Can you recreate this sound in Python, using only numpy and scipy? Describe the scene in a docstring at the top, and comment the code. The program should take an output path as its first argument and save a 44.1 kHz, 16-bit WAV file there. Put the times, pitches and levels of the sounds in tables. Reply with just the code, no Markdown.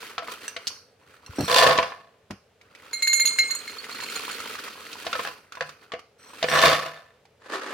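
"""Peanuts rustle as they slide in a plastic tub and a steel cup, close to the microphones in a kitchen.
Stray nuts crack into a plastic blender jar, and two cupfuls clatter down through the jar's resonances.
Between them the cup is filled again: its first nuts ring it like a bell, then the load damps it.
At the end the tub is moved and its nuts shift. Contacts are noise bursts and decaying modes;
streams are random showers of such contacts, with their body and treble levelled separately."""
import sys
import numpy as np
from scipy import signal
from scipy.fft import rfft, irfft
from scipy.io import wavfile

SR = 44100
rng = np.random.default_rng(int(sys.argv[2]) if len(sys.argv) > 2 else 0)


def materialize(psi):
    """Save the field psi as 16-bit PCM at rate SR to the path in sys.argv[1].

    A 1-D psi becomes a single channel; in a 2-D psi each row is a channel.
    """
    bounded = np.clip(np.atleast_2d(psi).T, -1, 1)
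    quanta = np.round(bounded * 32767).astype(np.int16)
    wavfile.write(sys.argv[1], SR, quanta)


N = 340893

# Event levels are set ahead of panning, the room and the microphone's rounding.
# Long run of nuts from tub to cup [t/s, level/dB before the slides' body and treble offsets]
FILL_FLOW = [(2.62, -70.5), (2.84, -56.5), (3.32, -50.5), (3.86, -49), (4.12, -43), (4.62, -47),
             (4.76, -51.5), (5.25, -45), (5.45, -65)]
# Short shakes of tub or full cup [start t/s, crest t/s, level/dB before the slides' offsets]
SHAKES_OF_NUTS = [(-0.4, 0.069, -46.5), (0.23, 0.326, -45.5), (0.393, 0.437, -47), (0.516, 0.694, -54),
                  (1.002, 1.142, -58.5), (5.523, 5.68, -55), (5.728, 5.839, -59.5)]
# Single nuts hitting the jar, alone or standing out of a cupful
# [t/s, peak level/dB, treble against body/dB, ring of the spot hit f/Hz]
JAR_DROPS = [(0.18, -14.5, -5.5, 1316), (0.222, -28.5, -32, 668), (0.283, -23.5, -21, 1240),
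             (0.564, -19.5, -1.5, 2160), (1.484, -20, 1, 1720), (1.562, -7, -26, 1020),
             (1.623, -5, -5.5, 663), (1.666, -5.5, -5.5, 540), (1.708, -7, -7, 1080), (1.776, -13, 6, 1100),
             (1.786, -3, -14.5, 1003), (1.827, -13, -9.5, 1120), (1.92, -25, -21, 1100),
             (5.066, -15, -4, 700), (5.129, -12.5, -3.5, 1400), (5.153, -16.5, -11, 1320),
             (5.193, -16, -14, 1040), (5.25, -17.5, -9, 1680), (5.273, -17, -6, 1686),
             (5.571, -26.5, -31, 1020), (5.608, -12, -9.5, 1750), (5.919, -20.5, -4.5, 1150),
             (5.936, -19.5, -15, 676), (6.427, -8.5, -1.5, 660), (6.442, -12, -23, 508),
             (6.485, -12, -8, 1760), (6.588, -7, -3.5, 1107), (6.637, -3, -23, 1073), (6.68, -5, -5, 520),
             (6.731, -10.5, -3.5, 670)]
# Times when the cup is heaped and nuts rub its rim [from t/s, to t/s]
HEAPED_SPANS = [(0.28, 2.5), (4.781, 5.7)]
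# Nuts skidding along the wall of the full cup
# [start t/s, length of the swell t/s (cut off after 1/3 s), level/dB, wall mode f/Hz]
WALL_SKIDS = [(1.349, 0.36, -38.5, 5720), (6.181, 0.21, -56, 5800), (6.474, 0.15, -33, 5750)]
# Knocks on the full cup [t/s, peak level/dB, wall mode f/Hz]
CUP_KNOCKS = [(0.4801, -16, 5970), (1.263, -31.5, 5700), (1.408, -17.5, 5680)]
# Dry clicks of nuts, cup and tub touching [t/s, peak level/dB, pitch f/Hz]
DRY_CLICKS = [(0.67, -13, 4100), (0.677, -13.5, 5500), (2.307, -25.5, 1093), (2.613, -42, 2200),
              (2.75, -33.5, 2040), (3.272, -15.5, 3740), (3.842, -23.5, 1980), (3.894, -25, 1250),
              (3.948, -27, 1320), (4.002, -22.5, 1850), (4.298, -21.5, 1360), (4.402, -22, 1265),
              (4.552, -27, 1140), (4.588, -25, 1680), (4.681, -24.5, 1170), (4.93, -24.5, 3900),
              (5.522, -28.5, 1310), (5.552, -31, 1460), (5.692, -28, 1230), (5.992, -32.5, 1160),
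              (7.253, -44.5, 803.6), (7.535, -33, 1150)]
# Dull bumps of cup and tub being handled [t/s, peak level/dB, pitch f/Hz]
HANDLING_BUMPS = [(1.29, -30.5, 69.5), (1.384, -14, 297), (1.402, -14.5, 290), (1.429, -20, 146.4),
                  (2.303, -26.5, 197.6)]
# Cupfuls tipped into the jar [cup starts to tip t/s, first nuts land t/s, jar floor covered t/s,
# thickest flow t/s, body level/dB, treble level/dB, jar ring against crack/dB]
CUPFULS = [(1.223, 1.473, 1.567, 1.663, -16, -15, 4), (6.199, 6.504, 6.647, 6.67, -16.5, -19.5, 0.5)]
# Nuts landing on the wall of the filling cup [t/s, level/dB, hardness of the contact/dB]
WALL_PINGS = [(2.931, -23, -1.5), (3.0227, -15.5, -2.5), (3.0734, -13.5, -3.5), (3.1307, -9.5, -0.5),
              (3.1981, -12, -1), (3.254, -12.5, 1), (3.3871, -11, -6.5), (3.5079, -18, -0.5),
              (3.55, -23, 6.5), (3.678, -26.5, -6.5), (4.036, -23, -1), (4.16, -26, 9), (4.312, -23.5, 1.5)]
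# Nuts shifting in the tub as it is moved [t/s, level/dB]
TUB_SHIFT = [(7.39, -75), (7.42, -55), (7.54, -30.5), (7.624, -38), (7.74, -36)]
# The load landing against the tub's side, so that its hollow booms [t/s, peak level/dB]
TUB_BOOMS = [(7.541, -33.5), (7.66, -40)]

# Modes of the empty steel cup [f/Hz, relative level/dB, t60/s, left minus right/dB]
CUP_MODES = [(2137, 1.5, 0.42, 2.5), (4162, -4, 0.38, -7.5), (6746, 6.5, 0.18, -5), (8110, -11, 0.85, 0),
             (9960, -4, 0.15, -5.5), (11740, -9, 0.18, -3), (14030, -20.5, 0.19, -3)]
# The cup's flat floor, which only clacks [f/Hz, width/Hz, relative level/dB]
CUP_FLOOR_MODES = [(1720, 170, -2.5), (2730, 53, -7)]
# The same cup damped by its load [f/Hz, width/Hz, relative level/dB]
FULL_CUP_MODES = [(4230, 70, 1), (8160, 70, 1), (10000, 120, -7), (12000, 150, -7)]
# Plastic blender jar [f/Hz, width/Hz, relative level/dB]
JAR_MODES = [(153, 3.6, -17), (509, 25, 0.5), (674.3, 23.7, 5), (804, 33, -4.5), (1010, 11, -1.5),
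             (1114, 52, 5), (1257, 39, -6.5), (1764, 34, 1.5), (2776, 25, -13), (3530, 85, -1.5),
             (4570, 90, -10)]
# Plastic tub [f/Hz, width/Hz, relative level/dB]
TUB_MODES = [(317, 26, -7.5), (542, 77, 0.5), (1080, 270, 6.5), (1770, 140, 5.5)]

# Colour of a nut cracking on the jar [f/Hz, level/dB]
CRACK_COLOUR = [(60, -38), (340, -23.5), (500, 14), (900, -21.5), (1400, 4.5), (4300, 1), (6500, -8),
                (15500, -19.5)]
# Colour of nut brushing nut [f/Hz, level/dB]
RUSTLE_COLOUR = [(60, -20.5), (160, -16.5), (235, 0.5), (350, -4), (440, 5), (720, -10.5), (1280, -1.5),
                 (2200, -6), (4300, -10.5), (5300, -16), (16000, -24.5)]
# Colour of a light dry contact [f/Hz, level/dB]
CLICK_COLOUR = [(80, -32.5), (300, -16.5), (850, -14), (1300, -6), (5000, -1.5), (15500, -18)]
# Colour of the quiet room [f/Hz, level/dB]
ROOM_COLOUR = [(25, -10), (92, 3), (344, -9), (451, 4), (950, -11), (2760, -15), (16000, -36.5)]
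# Spread between the two microphones [f/Hz, side minus mid level/dB]
MIC_WIDTH = [(60, -24.5), (900, -7), (2500, -6), (10000, 1.5)]
# Kitchen reverberation [f/Hz, t60/s]
KITCHEN_DECAY = [(150, 0.24), (600, 0.25), (3000, 0.31), (12000, 0.45)]

ROOM_TONE_DB = -62
TOP_HZ = 16000
CONTACT_S = 0.0008  # a nut is soft: time constant with which its push builds
TIME = np.arange(N) / SR
RING_TIME = TIME[:SR // 3]
KNOCK_TIME = TIME[:SR // 7]
# a cupful swells to its thickest, then the heap settles; the treble dies first
POUR_RISE_DB, POUR_FALL_DB_PER_S = 5.5, 102.5
TREBLE_RISE_DB, TREBLE_FALL_DB_PER_S = 17, 114.5
# nuts creep faster and faster in the tipping cup until it has emptied
CREEP_DB, CREEP_RISE_DB = -41, 21.5  # level before the slides' offsets, rise to the crest
EMPTYING_S = 0.046  # after the first nuts land
# any load starts to move quickly and comes to rest more slowly
START_DB_PER_S, SETTLE_DB_PER_S = 708.5, 112
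SHAKE_RISE_DB = 8.5
# when the cup's floor is covered and its wall buried, and how gradually
FLOOR_COVERED_S, WALL_BURIED_S, COVERING_S = 3.42, 4.4, 0.092
FULL_RING_SHARE = 0.12  # of the empty cup's ring time


def undb(db):
    """Decibels to gain."""
    return 10 ** (np.asarray(db) / 20)


def unit(x):
    """Scale to rms 1."""
    return x / np.sqrt(np.mean(x ** 2))


def peak_at(x, db):
    """Scale to a peak level in dB."""
    return undb(db) * x / np.abs(x).max()


def fade(t, t60):
    """Exponential decay by 60 dB in t60."""
    return np.exp(-np.log(1000) * t / t60)


def contact_push(t60):
    """A soft contact's force builds quickly and dies away."""
    return (1 - np.exp(-KNOCK_TIME / CONTACT_S)) * fade(KNOCK_TIME, t60)


def pan(db):
    """Channel gains for a left minus right level."""
    return undb(np.array([[db], [-db]]) / 2)


def add(track, s, sound):
    """Mix a sound into a track at time s."""
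    start = max(int(s * SR), 0)
    track[:, start:start + sound.shape[1]] += sound[:, :N - start]


def at_hz(points, hz):
    """Read (Hz, value) points on a log-frequency axis."""
    f, value = np.transpose(points)
    return np.interp(np.log(hz + 1), np.log(f), value)


def colour(x, points, size=2048):
    """Causal filter with the given (Hz, dB) response, made minimum-phase by folding its cepstrum."""
    gain = undb(at_hz(points, np.fft.rfftfreq(size, 1 / SR)))
    cepstrum = irfft(np.log(gain))
    cepstrum[1:size // 2] *= 2
    cepstrum[size // 2 + 1:] = 0
    response = irfft(np.exp(rfft(cepstrum)))
    return signal.oaconvolve(x, response[None], axes=1)[:, :x.shape[1]]


def band(x, hz, kind, order=2):
    """Butterworth filter."""
    sos = signal.butter(order, np.minimum(hz, TOP_HZ), kind, fs=SR, output="sos")
    return signal.sosfilt(sos, x)


def octave(x, hz, order=2):
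    """The octave band centred on hz."""
    return band(x, [hz / np.sqrt(2), hz * np.sqrt(2)], "band", order)


def split(x):
    """Body and treble of a sound."""
    edge_hz = 2500
    return band(x, edge_hz, "low", order=3), band(x, edge_hz, "high", order=3)


def stereo_noise(count):
    """Noise that is alike at both microphones in the bass and drifts apart in the treble."""
    mid, side = rng.standard_normal((2, 1, count))
    return mid + colour(side, MIC_WIDTH) * np.array([[1], [-1]])


def curve(rows):
    """Columns of (s, ..) rows, sample by sample from the first row to the last."""
    s, *columns = np.transpose(rows)
    t = np.arange(s[0], s[-1], 1 / SR)
    return [np.interp(t, s, column) for column in columns]


def crack(points, t60):
    """The brief coloured burst of one contact."""
    burst = stereo_noise(len(KNOCK_TIME)) * contact_push(t60)
    return unit(colour(burst, points))


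def ring(modes, lobe=0.41):
    """Resonances struck at a random place; their lobes reach the two microphones out of step."""
    out = 0
    for k, (hz, width, db) in enumerate(modes):
        strength, detune, side = rng.standard_normal(3)
        lead = lobe * (-1) ** k * min(hz / 1000, 1)
        lead = lead + side * undb(at_hz(MIC_WIDTH, hz)) / 2
        phase = rng.choice([0, np.pi]) + lead * np.array([[1], [-1]])
        mode_hz = hz + 0.29 * width * detune
        swing = np.sin(2 * np.pi * mode_hz * KNOCK_TIME + phase)
        decay = np.exp(-np.pi * width * KNOCK_TIME)
        # the root of the width offsets the smaller energy of a short ring
        out = out + undb(db + 6.4 * strength) * np.sqrt(width) * decay * swing
    return unit(out)


def shower(knock, n, per_s, scatter_db, count=16):
    """n samples of contacts of unequal force at random times, shared among count places; rms 1."""
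    places = [knock() for _ in range(count)]
    chance, force, sign = rng.random((3, n))
    out = np.zeros((2, n + len(KNOCK_TIME)))
    for i in np.flatnonzero(chance < per_s / SR):
        gain = np.sign(sign[i] - .5) * undb(scatter_db * force[i] ** 2)
        out[:, i:i + len(KNOCK_TIME)] += gain * places[i % count]
    return unit(out[:, :n])


def flow(stream, s, body_db, treble_db):
    """Play a shower from time s with its body and treble at the given levels."""
    body, treble = map(unit, split(stream))
    n = stream.shape[1]
    soft_ends = signal.windows.tukey(n, SR / 50 / n)
    out = np.zeros((2, N))
    add(out, s, (undb(body_db) * body + undb(treble_db) * treble) * soft_ends)
    return out


def swell(t, start_s, crest_s, rise_db, fall_db_per_s):
    """Level in dB below the crest of a load that starts to move, gathers pace and comes to rest."""
    before_start = START_DB_PER_S * np.maximum(start_s - t, 0)
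    rising = np.interp(t, [start_s, crest_s], [-rise_db, 0]) - before_start
    return np.maximum(rising - fall_db_per_s * np.maximum(t - crest_s, 0), -120)


def feed_db():
    """Level of the nuts set moving by the shakes and the long fill."""
    s, db = np.transpose(FILL_FLOW)
    fill = np.interp(TIME, s, db) + swell(TIME, s[0], s[-1], 0, SETTLE_DB_PER_S)
    shakes = [level + swell(TIME, start, crest, SHAKE_RISE_DB, SETTLE_DB_PER_S)
              for start, crest, level in SHAKES_OF_NUTS]
    return np.max([fill, *shakes], axis=0)


def creep_db():
    """Level of the nuts creeping towards the lip as the cup tips, until the last have left it."""
    tips = [swell(TIME, tip, land + EMPTYING_S, CREEP_RISE_DB, SETTLE_DB_PER_S)
            for tip, land, *_ in CUPFULS]
    return CREEP_DB + np.max(tips, axis=0)


def nut_tick():
    """One nut brushing another: a dry crack and a short ring whose pitch depends on the nut."""
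    hz = 1300 * 2 ** (2 * rng.random() ** 2)
    return crack(RUSTLE_COLOUR, t60=.028) + undb(-4) * ring([(hz, hz / 10, 0)])


def nut_knock(middle_hz=1300):
    """A whole nut falls on the heap: a short woody knock, pitched by the nut's size."""
    hz = middle_hz * 2 ** (rng.standard_normal() / 4)
    return ring([(hz, hz / 10, 0)])


def slides(db, body_db=4, treble_db=8.0, brightening=0.46, knock_db=-5.5):
    """Dense nut-on-nut contacts with a few hollow knocks; faster nuts meet harder and sound brighter."""
    ticks = shower(nut_tick, N, per_s=1200, scatter_db=16, count=32)
    knocks = shower(nut_knock, N, per_s=45, scatter_db=8)
    stream = ticks + undb(knock_db) * knocks
    bright_db = brightening * (db - db.max())
    return flow(stream, 0, db + body_db, db + treble_db + bright_db) * pan(-1.8)


def drops(count=2, bounce_db=-9, flight_s=.01, ring_db=-4, spot_db=-1, damping_hz=5200):
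    """Single nuts crack on the jar, ring it, most of all at the spot they hit, and bounce once."""
    out = np.zeros((2, N))
    for s, db, bright_db, hz in JAR_DROPS:
        for bounce in range(count):
            spot = ring([(hz, hz / 16, 0)])
            hit = crack(CRACK_COLOUR, t60=0.039) + undb(ring_db) * ring(JAR_MODES) + undb(spot_db) * spot
            body, _ = split(hit)
            _, treble = split(crack(CRACK_COLOUR, t60=0.035))
            knock = unit(body) + undb(bright_db) * unit(band(treble, damping_hz, "low"))
            add(out, s, peak_at(knock, db + bounce_db * bounce))
            s = s + flight_s * (.5 + rng.random())
    return out * pan(-0.45)


def loaded_cup(wall_hz):
    """The full cup's short ring, with one wall mode set by the weight of nuts leaning on it."""
    return ring(FULL_CUP_MODES + [(wall_hz, 55, 3)])


def scrapes(feed, rim_db=-9):
    """Nuts catch on the rim of the heaped cup and skid along its wall; its high modes glint."""
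    heaped = sum((TIME > start) & (TIME < end) for start, end in HEAPED_SPANS)
    rim_hz = CUP_KNOCKS[0][2]
    catching = shower(lambda: loaded_cup(rim_hz), N, per_s=90, scatter_db=8, count=4)
    out = heaped * undb(feed + rim_db) * catching
    for s, length, db, hz in WALL_SKIDS:
        def contact():
            """One touch of the wall, its pitch a little different each time."""
            return loaded_cup(hz * (1 + .015 * rng.standard_normal()))

        skid = shower(contact, len(RING_TIME), per_s=600, scatter_db=5, count=10)
        envelope = np.sqrt(np.abs(np.sin(np.pi * np.minimum(RING_TIME / length, 1))))
        add(out, s, undb(db) * skid * envelope)
    return out


def tinks(base_db=-5, tick_db=-9):
    """The loaded cup, knocked, gives only a short metallic tink."""
    out = np.zeros((2, N))
    for s, db, hz in CUP_KNOCKS:
        floor = undb(base_db) * ring(CUP_FLOOR_MODES)
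        tick = undb(tick_db) * crack(CLICK_COLOUR, t60=0.11)
        add(out, s, peak_at(loaded_cup(hz) + floor + tick, db))
    return out * pan(-2.7)


def clicks(ring_db=0, burst_db=-8):
    """Light dry contacts, each with a short ring at its own pitch."""
    out = np.zeros((2, N))
    for s, db, hz in DRY_CLICKS:
        burst = crack(CLICK_COLOUR, t60=.05)
        body = unit(octave(burst, hz, order=1))
        click = body + undb(ring_db) * ring([(hz, hz / 10, 0)]) + undb(burst_db) * burst
        add(out, s, peak_at(click, db))
    return out * pan(-2)


def bumps(rattle_db=0, rattle_top=1.9):
    """Soft blows: one low, quickly damped swing with a dull rattle reaching rattle_top times its pitch."""
    out = np.zeros((2, N))
    for s, db, hz in HANDLING_BUMPS:
        swing = unit(np.sin(2 * np.pi * hz * KNOCK_TIME) * fade(KNOCK_TIME, .1))
        burst = stereo_noise(len(KNOCK_TIME)) * fade(KNOCK_TIME, 0.11)
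        rattle = unit(band(burst, [55, hz * rattle_top], "band"))
        add(out, s, peak_at(swing + undb(rattle_db) * rattle, db))
    return out


def pour(land_s, covered_s, crest_s, db, treble_db, ring_db):
    """A cupful rains on the jar's floor and blades; it turns dull once nuts land on nuts."""
    t = land_s + TIME[:SR]

    def knock():
        """One nut cracks on the plastic and rings the jar."""
        return crack(CRACK_COLOUR, t60=.022) + undb(ring_db) * ring(JAR_MODES)

    stream = shower(knock, len(t), per_s=520, scatter_db=10.5)
    body = db + swell(t, land_s, crest_s, POUR_RISE_DB, POUR_FALL_DB_PER_S)
    treble = treble_db + swell(t, land_s, covered_s, TREBLE_RISE_DB, TREBLE_FALL_DB_PER_S)
    return flow(stream, land_s, body, treble) * pan(-.6)


def pours():
    """The first cupful meets bare plastic; the second lands on nuts, which muffle the jar."""
    return sum(pour(*row[1:]) for row in CUPFULS)


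def uncovered(s, covered_s):
    """Share of a part of the cup that is still bare at time s."""
    return .5 - .5 * np.tanh((s - covered_s) / COVERING_S / 2)


def cup_ring(s, struck_db, split_hz=16, twin_db=-7, pull=0.028, scatter=0.001):
    """The cup struck at time s, its first, second and upper modes levelled; the load shortens the ring."""
    bare = uncovered(s, FLOOR_COVERED_S)
    ring_share = FULL_RING_SHARE + (1 - FULL_RING_SHARE) * bare
    out = 0
    for k, (hz, db, t60, pan_db) in enumerate(CUP_MODES):
        load, twin, side = rng.standard_normal(3)
        # nuts packed against the wall pull each mode sharp, a little differently at every hit
        sharp = 1 + scatter * load + pull * (1 - bare) ** 6 * (1 + load / 2)
        phase = 2 * np.pi * hz * sharp * RING_TIME + .5 * side * np.array([[1], [-1]])
        # the handle splits each mode above the first into close twins, so the ring swells and beats
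        beat = 2 * np.pi * split_hz * hz / CUP_MODES[0][0] * (1 + 0.5 * twin) * RING_TIME
        tone = np.sin(phase) - min(k, 1) * undb(twin_db) * np.sin(phase + beat)
        gain = undb(struck_db[min(k, 2)] + db) * pan(pan_db)
        out = out + gain * tone * fade(RING_TIME, t60 * ring_share)
    return out


def pings(first_db=-11, upper_db=-11, tick_db=-7, tick_low_hz=1200):
    """Nuts strike the cup like a bell, more briefly as it fills; hard contacts favour the upper modes."""
    out = np.zeros((2, N))
    for s, db, hard_db in WALL_PINGS:
        # a soft contact favours the first mode and the floor
        add(out, s, cup_ring(s, [db + first_db - hard_db, db, db + upper_db + hard_db]))
        tick = crack(CLICK_COLOUR, t60=.06) + ring(CUP_FLOOR_MODES)
        tick = band(tick, tick_low_hz, "high")
        add(out, s, peak_at(tick, db + tick_db - hard_db / 2))
    return band(out, tick_low_hz, "high")


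def tinkle(feed, first_db=-5, second_db=16, upper_db=0, scatter_db=6.5, count=56):
    """More nuts bounce against the wall as hard as the flow drives them, until the wall is buried."""
    out = np.zeros((2, N))
    span = [WALL_PINGS[1][0], WALL_BURIED_S + 2 * COVERING_S]
    for k, (when, *force) in enumerate(rng.standard_normal((count, 4))):
        s = np.interp(k + when, [0, count], span)
        mode_db = np.array([first_db, second_db, upper_db])
        struck_db = feed[int(s * SR)] + mode_db + scatter_db * np.array(force)
        add(out, s, uncovered(s, WALL_BURIED_S) * cup_ring(s, struck_db))
    return out


def shift(treble_db=-7.5):
    """The load slumps in the tub and sounds its hollow walls."""
    db, = curve(TUB_SHIFT)

    def knock():
        """One nut rustles and rings the tub."""
        return crack(RUSTLE_COLOUR, t60=0.036) + undb(1.0) * ring(TUB_MODES)

    stream = shower(knock, len(db), per_s=500, scatter_db=5.5)
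    stream = band(stream, [290, 9000], "band")
    return flow(stream, TUB_SHIFT[0][0], db, db + treble_db) * pan(-1.2)


def booms(hz=388, t60=0.23, attack_s=0.012):
    """The air in the tub swells at one low pitch and dies away."""
    out = np.zeros((2, N))
    envelope = (1 - np.exp(-RING_TIME / attack_s)) * fade(RING_TIME, t60)
    tone = envelope / envelope.max() * np.sin(2 * np.pi * hz * RING_TIME)
    for s, db in TUB_BOOMS:
        add(out, s, undb(db) * pan(-0.5) * tone)
    return out


def kitchen(x, wet_db=-11, first_s=0.0029, count=9):
    """Hard walls and cupboards return a diffuse tail, each octave with its own decay."""
    t = TIME[:SR]
    noise = stereo_noise(SR)
    centres = TOP_HZ / np.sqrt(2) / 2. ** np.arange(count)
    tail = sum(octave(noise, hz) * fade(t, at_hz(KITCHEN_DECAY, hz)) for hz in centres)
    # silent up to first_s, then rising to full over as long again
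    tail = band(tail, 3300, "low", order=1) * np.clip(t / first_s - 1, 0, 1)
    return undb(wet_db) * signal.oaconvolve(x, unit(tail) / np.sqrt(SR), axes=1)[:, :N]


def scene():
    """Nuts, cup and jar with their echo, and the quiet room; the low handling bumps,
    close to the microphones, are heard dry."""
    feed, creep = feed_db(), creep_db()
    nuts = slides(np.maximum(feed, creep)) + shift() + booms() + clicks()
    cup = pings() + tinkle(feed) + tinks() + scrapes(feed)
    jar = pours() + drops()
    near = nuts + cup + jar
    room_tone = undb(ROOM_TONE_DB) * unit(colour(stereo_noise(N), ROOM_COLOUR))
    return near + bumps() + kitchen(near) + room_tone


def record(dry):
    """The phone's microphones drop the deep bass, round the loudest peaks and cut the top."""
    rounded = np.tanh(band(dry, 67, "high", order=3))
    return signal.sosfilt(signal.ellip(8, .2, 70, TOP_HZ, fs=SR, output="sos"), rounded)


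dry = scene()
out = record(dry)
materialize(out)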